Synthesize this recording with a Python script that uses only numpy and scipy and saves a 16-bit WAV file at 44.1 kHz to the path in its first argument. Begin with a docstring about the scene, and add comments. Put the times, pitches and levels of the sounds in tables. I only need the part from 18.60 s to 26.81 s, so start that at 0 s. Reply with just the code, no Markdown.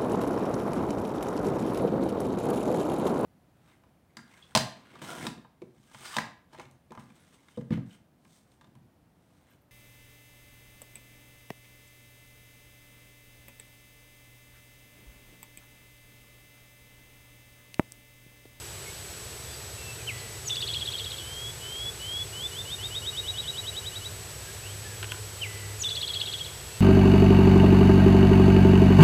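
"""A bird at the edge of a wood sings a falling note and a fast trill, twice, heard from a stubble field
in spring. In between, a second bird whistles rising slurs that speed up like a bouncing ball.
The trees echo both, and other birds call from deeper in. Distant engines drone under the rumble of
the countryside. Right at the microphone, the camera hisses, whines and clicks under a finger."""
import sys
import numpy as np
from scipy import signal
from scipy.fft import rfft, irfft
from scipy.io import wavfile
from scipy.ndimage import uniform_filter1d

SR = 44100
rng = np.random.default_rng(int(sys.argv[2]) if len(sys.argv) > 2 else 0)


def bounce(signal):
    """Save signal as a 16-bit WAV file at the path given by the first command-line argument."""
    frames = np.transpose(np.atleast_2d(signal))
    limited = np.clip(frames, -1, 1)
    pcm = np.round(limited * 32767).astype(np.int16)
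    wavfile.write(sys.argv[1], SR, pcm)


N = 361911
TIME = np.arange(N) / SR


def from_db(db):
    """Decibels to gain."""
    return 10 ** (np.asarray(db) / 20)


def unit_rms(x):
    """Scale to unit power."""
    return x / np.sqrt(np.mean(x ** 2) + 1e-20)


def ages(length_s):
    """The time in seconds of each sample of a sound."""
    return np.arange(max(int(length_s * SR), 2)) / SR


def envelope(age, attack_s, release_s, depth_db=20):
    """Attack, hold and release of a note, in dB relative to its peak."""
    rising = np.clip(1 - age / attack_s, 0, 1)
    falling = np.clip(1 - (age[-1] - age) / release_s, 0, 1)
    return -depth_db * (rising ** 2 + falling ** 2)


def s_curve(at, centre, width):
    """A smooth step from 0 to 1."""
    return .5 + .5 * np.tanh((at - centre) / width)


def drift(rate_hz):
    """A slow random wander, rms 1."""
    hz = np.arange(N // 2 + 1) * SR / N
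    return unit_rms(irfft(rfft(rng.standard_normal(N)) / (1 + (hz / rate_hz) ** 2), N))


def coloured_noise(spectrum):
    """Steady noise of a given colour, rms 1."""
    hz, db = np.transpose(spectrum)
    bins = np.arange(1, N // 2 + 2) * SR / N
    gain = from_db(np.interp(np.log(bins), np.log(hz), db)) * np.minimum(bins / hz[0], 1) ** 2
    return unit_rms(irfft(rfft(rng.standard_normal(N)) * gain, N))


def sine(hz):
    """A pure tone that follows a pitch track."""
    return np.sin(2 * np.pi * (np.cumsum(hz) / SR + rng.random()))


def add(track, start, sound):
    """Mix a sound into a track at a time in seconds."""
    at = max(int(start * SR), 0)
    track[at:at + len(sound)] += sound[:max(N - at, 0)]


# The low end out on the open field. Each row: frequency in Hz, relative spectral level in dB.
RUMBLE_SPECTRUM = [(12, -28), (25, -17), (38, -11), (50, -13), (60, 2.5), (68, 3.5), (80, -0.5), (90, 4),
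                   (102, 4.5), (125, -1), (155, -4), (180, -10.5), (250, -16.5), (390, -48)]
# Its slow rise and fall. Each row: time in seconds, gain in dB.
RUMBLE_SWELL = [(0, -1.5), (1.3, -0.5), (2.2, 0), (4.3, 0), (5.6, -0.5), (6.6, -1), (8.2, -1)]
def rumble(level_db=-45.5):
    """The countryside all around: low noise that swells a little and sinks."""
    swell_db = np.interp(TIME, *np.transpose(RUMBLE_SWELL))
    return from_db(level_db + swell_db) * coloured_noise(RUMBLE_SPECTRUM)


# Engines a long way off. Each row: start and end in seconds, first pitch and the pitch it tends to in Hz,
# settling time in seconds, time in seconds from which the drone's level falls away (may lie before
# its start), reference level in dB.
ENGINES = [(1.2, 4.7, 118.4, 96.8, 4.5, 0.76, -45.5), (2.1, 8.2, 91.4, 103.1, 1.6, 7.14, -43)]
def engines(waver=.0063, flutter_db=2.5, fade_db_per_s=3.5):
    """Only the firing tones carry this far; each eases towards a steady speed as it fades in and out."""
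    out = np.zeros(N)
    for start, end, first_hz, last_hz, settle_s, fade_from_s, reference_db in ENGINES:
        age = ages(end - start)
        hz = last_hz + (first_hz - last_hz) * np.exp(-age / settle_s)
        hz *= 1 + waver * drift(rate_hz=2.5)[:len(age)]
        db = reference_db - fade_db_per_s * np.abs(start + age - fade_from_s)
        db += envelope(age, attack_s=.3, release_s=.314)
        db -= flutter_db * drift(rate_hz=2.5)[:len(age)]
        add(out, start, np.sqrt(2) * sine(hz) * from_db(db))
    return out


# The noise floor at the microphone. Each row: frequency in Hz, relative spectral level in dB.
HISS_SPECTRUM = [(250, -6), (290, -2), (350, 6), (410, 9.5), (520, 4), (720, 1.5), (1100, -1), (1500, 0),
                 (2000, -0.5), (3400, -0.5), (5000, -1), (9000, -3.5), (9900, -6), (14000, -7)]
def hiss(level_db=-42.24):
    """A steady, broad hiss behind everything."""
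    return from_db(level_db) * coloured_noise(HISS_SPECTRUM)


def camera_whine(hz=7867.6, frame_hz=29.97):
    """The camera's thin high tone restarts with every frame, which gives it close sidebands."""
    tone = np.sqrt(2) * from_db(-48.3) * np.sin(2 * np.pi * hz * (TIME % (1 / frame_hz)))
    return signal.sosfilt(signal.butter(1, [6500, 9500], "band", fs=SR, output="sos"), tone)


# Fingers on the camera, right by the microphone. Each row: start in seconds, relative level in dB,
# seconds to die by 60 dB, hardness from 0 to 1.
TOUCHES = [(6.4285, -28, .022, .25), (6.432, -33, .02, .1), (6.4425, -35, .025, .15), (6.52, -23, .005, .9),
           (6.523, -39, .025, .1), (6.543, -33, .06, 0), (6.563, -34, .06, 0), (6.72, -37, .08, 0)]
# The resonances of its shell. Each row: frequency in Hz, width in Hz, relative gain in dB.
SHELL_MODES = [(392, 55, -1), (1015, 22, 9), (1470, 130, 3.5), (2800, 470, 5.5), (3580, 400, -17)]
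def handling(soft_hz=1100, hard_hz=35000):
    """Fingers tap and rub the camera shell; a hard contact is bright and cracks, a soft one is dull."""
    push, crack, shell = np.zeros((3, N))
    age = TIME[:SR // 10]
    for start, level_db, t60, hardness in TOUCHES:
        burst = rng.standard_normal(len(age)) * from_db(level_db - 60 * age / t60)
        pole = np.exp(-2 * np.pi * (soft_hz + hardness * hard_hz) / SR)
        dulled = signal.lfilter([(1 - pole) ** 2], [1, -2 * pole, pole ** 2], burst)
        add(push, start, dulled)
        add(crack, start, hardness * burst)
    for k, (hz, width_hz, db) in enumerate(SHELL_MODES):
        ring = signal.lfilter(*signal.iirpeak(hz, hz / width_hz, fs=SR), push + 1e-18)
        shell += (-1) ** k * from_db(db) * ring
    return crack + from_db(12) * shell


def scatter(t60, build_s):
    """Countless small echoes that build up and die away; unit energy."""
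    age = TIME[:SR]
    shape = from_db(-60 * age / t60) * (1 - np.exp(-age / build_s))
    return unit_rms(rng.standard_normal(SR) * shape) / np.sqrt(SR)


def wood(song, near_db, far_db, t60):
    """The direct sound, quick echoes off the nearest trunks, then a thin tail from deeper in the wood."""
    trunks = from_db(near_db) * scatter(t60=.081, build_s=.018)
    tail = from_db(far_db) * scatter(t60, build_s=.032)
    return song + signal.fftconvolve(song, trunks + tail)[:N]


def syrinx(hz, db, waver=.009, flutter_db=1.44, wobble_hz=300):
    """A bird's voice on one note: a near sine, a little unsteady, with smooth joins and soft ends."""
    steps = np.arange(len(hz)) / SR * wobble_hz
    knots = rng.standard_normal((2, 200))
    bend, swell = [np.interp(steps, np.arange(len(k)), k) for k in knots]
    soft_ends = np.clip(np.minimum(steps, steps[::-1]), 0, 1)
    hz, db = uniform_filter1d([hz * (1 + waver * bend), db + flutter_db * swell], size=30)
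    return sine(hz) * from_db(db) * soft_ends


# Birds deep in the wood, far from the microphone. Each row: start and end in seconds,
# first and last pitch in Hz, relative level in dB.
FAR_CALLS = [(0.253, 0.29, 2200, 2200, -44.5), (.86, 0.944, 3400, 3560, -51),
             (0.911, 0.975, 4780, 4670, -46), (1.158, 1.344, 2700, 2650, -46),
             (1.383, 1.426, 2700, 2300, -48), (1.568, 1.61, 4750, 3950, -44),
             (4.748, 4.794, 3770, 2840, -44), (4.819, 4.836, 3850, 2920, -39),
             (5.86, 5.918, 1610, 1660, -48), (6.016, 6.113, 2450, 3370, -44),
             (6.244, 6.326, 1760, 1640, -43.5), (6.485, 6.516, 2880, 3450, -39),
             (8.083, 8.178, 2700, 2680, -49.5)]
def far_birds(peep_count=8, peep_s=.08, peep_hz=3100, peep_db=-53):
    """Faint glides that swell and fade, with still fainter peeps at random."""
    out = np.zeros(N)
    peeps = []
    for when, pitch, bend in rng.random((peep_count, 3)):
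        start = when * N / SR
        hz = peep_hz * 2 ** ((pitch - .5) / 2)
        peeps.append((start, start + peep_s, hz, hz * 2 ** ((bend - .5) / 10), peep_db))
    for start, end, first_hz, last_hz, level_db in FAR_CALLS + peeps:
        along = np.linspace(0, 1, int((end - start) * SR))
        call = syrinx(first_hz + along * (last_hz - first_hz), level_db, waver=.0057)
        add(out, start, call * np.sqrt(4 * along * (1 - along)))
    return out


def slur(length_s, top_hz, level_db, turn=.57, base_hz=2928, low_db=-11):
    """A whistle that grows louder as it rises: nearly straight when long, an S-shaped hook when short."""
    age = ages(length_s)
    along = age / length_s
    straight = min(2.33 * length_s, 1)
    rise = (1 - straight) * s_curve(along, turn, width=1.14 * length_s) + straight * along
    rise = (rise - rise[0]) / (rise[-1] - rise[0])
    scoop = 130 * np.exp(-age / .011)   # the note starts and ends a little flat
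    droop = 90 * np.exp((age - length_s) / .0087)
    hz = base_hz + rise * (top_hz - base_hz) - (1 - straight) * (scoop + droop)
    db = level_db + low_db * (1 - rise)
    db += envelope(age, attack_s=.15 * length_s, release_s=.088 * length_s, depth_db=6.5)
    return syrinx(hz, db, waver=.003)


# The second bird's slow opening, at the wood's edge. Each row: start and end in seconds, top pitch in Hz,
# level in dB, steepest point as a share of the note.
OPENING_SLURS = [(2.581, 2.915, 3400, -34, 0.36), (2.999, 3.305, 3443, -30.5, 0.37),
                 (3.392, 3.633, 3430, -28.5, 0.39), (3.724, 3.875, 3570, -28.5, 0.65)]
def opening_slurs():
    """Four rising whistles, each shorter than the one before."""
    out = np.zeros(N)
    for start, end, top_hz, level_db, turn in OPENING_SLURS:
        add(out, start, slur(end - start, top_hz, level_db, turn))
    return out


def bouncing_run(start_s=3.8763, notes=15, shortest_s=.0928, excess_s=.0519, keeps=.76, sung_share=.78):
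    """The slurs speed up like a bouncing ball and reach higher, under one swell of loudness."""
    out = np.zeros(N)
    slow_top_hz, fast_top_hz = 3624, 3943
    peak_s, peak_db, fade_db_per_s2 = 4.66, -28, 8
    slack = keeps ** np.arange(notes)   # each period keeps a share of its excess over the shortest
    periods = shortest_s + excess_s * slack
    ends = start_s + np.cumsum(periods)
    sharper, softer = rng.standard_normal((notes, 2)).T
    tops = fast_top_hz + (slow_top_hz - fast_top_hz) * slack + 15 * sharper
    levels = peak_db - fade_db_per_s2 * (ends - peak_s) ** 2 - .06 * softer
    for end, length_s, top_hz, level_db in zip(ends, sung_share * periods, tops, levels):
        add(out, end - length_s, slur(length_s, top_hz, level_db))
    return out


# The main bird announces each trill from the edge of the wood. Each row: start in seconds,
# length as a share of the full note, level in dB.
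FALLING_NOTES = [(1.463, .8, -28.5), (6.803, 0.92, -27.5)]
def falling_notes(full_s=.41, top_hz=3147, end_hz=1987):
    """A loud slide down that ends in a soft held tone."""
    out = np.zeros(N)
    for start, share, level_db in FALLING_NOTES:
        age = ages(full_s * share) / share   # a shorter note runs through the same shape faster
        hz = top_hz + (end_hz - top_hz) * s_curve(age, centre=.041, width=.0174)
        slide_db = -380 * np.maximum(age - .035, 0)
        held_db = -14.5 - 26 * age
        db = np.maximum(slide_db, held_db) + envelope(age, attack_s=.03, release_s=.02, depth_db=29)
        add(out, start, syrinx(hz, db + level_db))
    return out


def dive(length_s=.042, top_hz=7000, end_hz=5250, swell_db_per_s=560, peak_db=3):
    """Pitch and level of a high whistle that swells as it dives."""
    age = ages(length_s)
    hz = top_hz + (end_hz - top_hz) * (age / length_s) ** 3.8
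    return hz, peak_db + swell_db_per_s * (age - length_s)


def up_sweep(tone_hz, length_s=.022, above_hz=200, rise_hz=1500, bend_s=.0065, level_db=-4):
    """Pitch and level of a whistle that swells and curls upward."""
    age = ages(length_s)
    hz = tone_hz + above_hz + rise_hz * np.exp((age - length_s) / bend_s)
    return hz, level_db + envelope(age, attack_s=.022, release_s=.0029, depth_db=22.5)


def flick(lead_s, tail_s=.0038, centre_hz=3265, swing_hz=544, cycle_s=.0058, slope_db_per_s=600):
    """Pitch and level of a very fast swing up and down, loudest at its last crest."""
    from_crest = ages(lead_s + tail_s) - lead_s
    hz = centre_hz + swing_hz * np.cos(2 * np.pi * from_crest / cycle_s)
    return hz, -6.5 - slope_db_per_s * np.abs(from_crest)


def held_tone(tone_hz, length_s, sag_db_per_s, overshoot_hz=230, settle_s=.011, release_s=.011):
    """Pitch and level of a short tone that sags onto its pitch and dies."""
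    age = ages(length_s)
    dying = np.clip(1 - (length_s - age) / release_s, 0, 1)
    return tone_hz + overshoot_hz * np.exp(-age / settle_s), -sag_db_per_s * age - 17 * dying ** 2


# The main bird's trills, carrying over the stubble to the microphone. Each row: time of the first flick
# in seconds, number of syllables after the opening, level in dB.
TRILLS = [(1.9010, 11, -26), (7.2415, 10, -25)]
def trills(syllable_s=.0619, settled_hz=3215, sharp_hz=224, settle_s=.085, peak_s=.17, fade_db_per_s2=34):
    """A high dive into sixteen syllables a second, each an up-sweep, a flick and a tone."""
    out = np.zeros(N)
    dive_lead_s, opening_lead_s, flick_lead_s = .0525, .0085, .004   # ahead of the flick's crest
    linger_s = .0017   # the long opening tone holds up the next syllable
    for start, syllables, level_db in TRILLS:
        hz, db = dive()
        add(out, start - dive_lead_s, syrinx(hz, db + level_db))
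        opening_tone = held_tone(settled_hz + sharp_hz, length_s=.039, sag_db_per_s=100)
        hz, db = np.hstack([flick(opening_lead_s), opening_tone])
        add(out, start - opening_lead_s, syrinx(hz, db + level_db + .8))
        for k in range(1, syllables + 1):
            since = k * syllable_s + linger_s * (k == 1)
            tone_hz = settled_hz + sharp_hz * np.exp(-since / settle_s)
            effort_db = level_db - fade_db_per_s2 * (since - peak_s) ** 2
            sweep = up_sweep(tone_hz)
            tone = held_tone(tone_hz, length_s=.03, sag_db_per_s=361)
            hz, db = np.hstack([sweep, flick(flick_lead_s), tone])
            onset = start + since - len(sweep[0]) / SR - flick_lead_s
            add(out, onset, syrinx(hz, db + effort_db, waver=.0098, flutter_db=4.2))
    return out


def scene():
    """One microphone in the field: birds echoing in the wood, the camera and the steady background."""
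    triller = wood(falling_notes() + trills(), near_db=-11, far_db=-11.5, t60=1.0)
    whistler = wood(opening_slurs() + bouncing_run(), near_db=-12, far_db=-23, t60=.75)
    distant = from_db(-5.5) * wood(far_birds(), near_db=4, far_db=-10, t60=.6)
    background = rumble() + hiss() + handling() + engines() + camera_whine()
    return (triller + whistler + distant + background)[None]


def record(dry, cutoff_hz=13900):
    """The highest treble is cut steeply."""
    hz = np.arange(N // 2 + 1) * SR / N
    return irfft(rfft(dry) / np.sqrt(1 + (hz / cutoff_hz) ** 400), N)


dry = scene()
out = record(dry)
bounce(out)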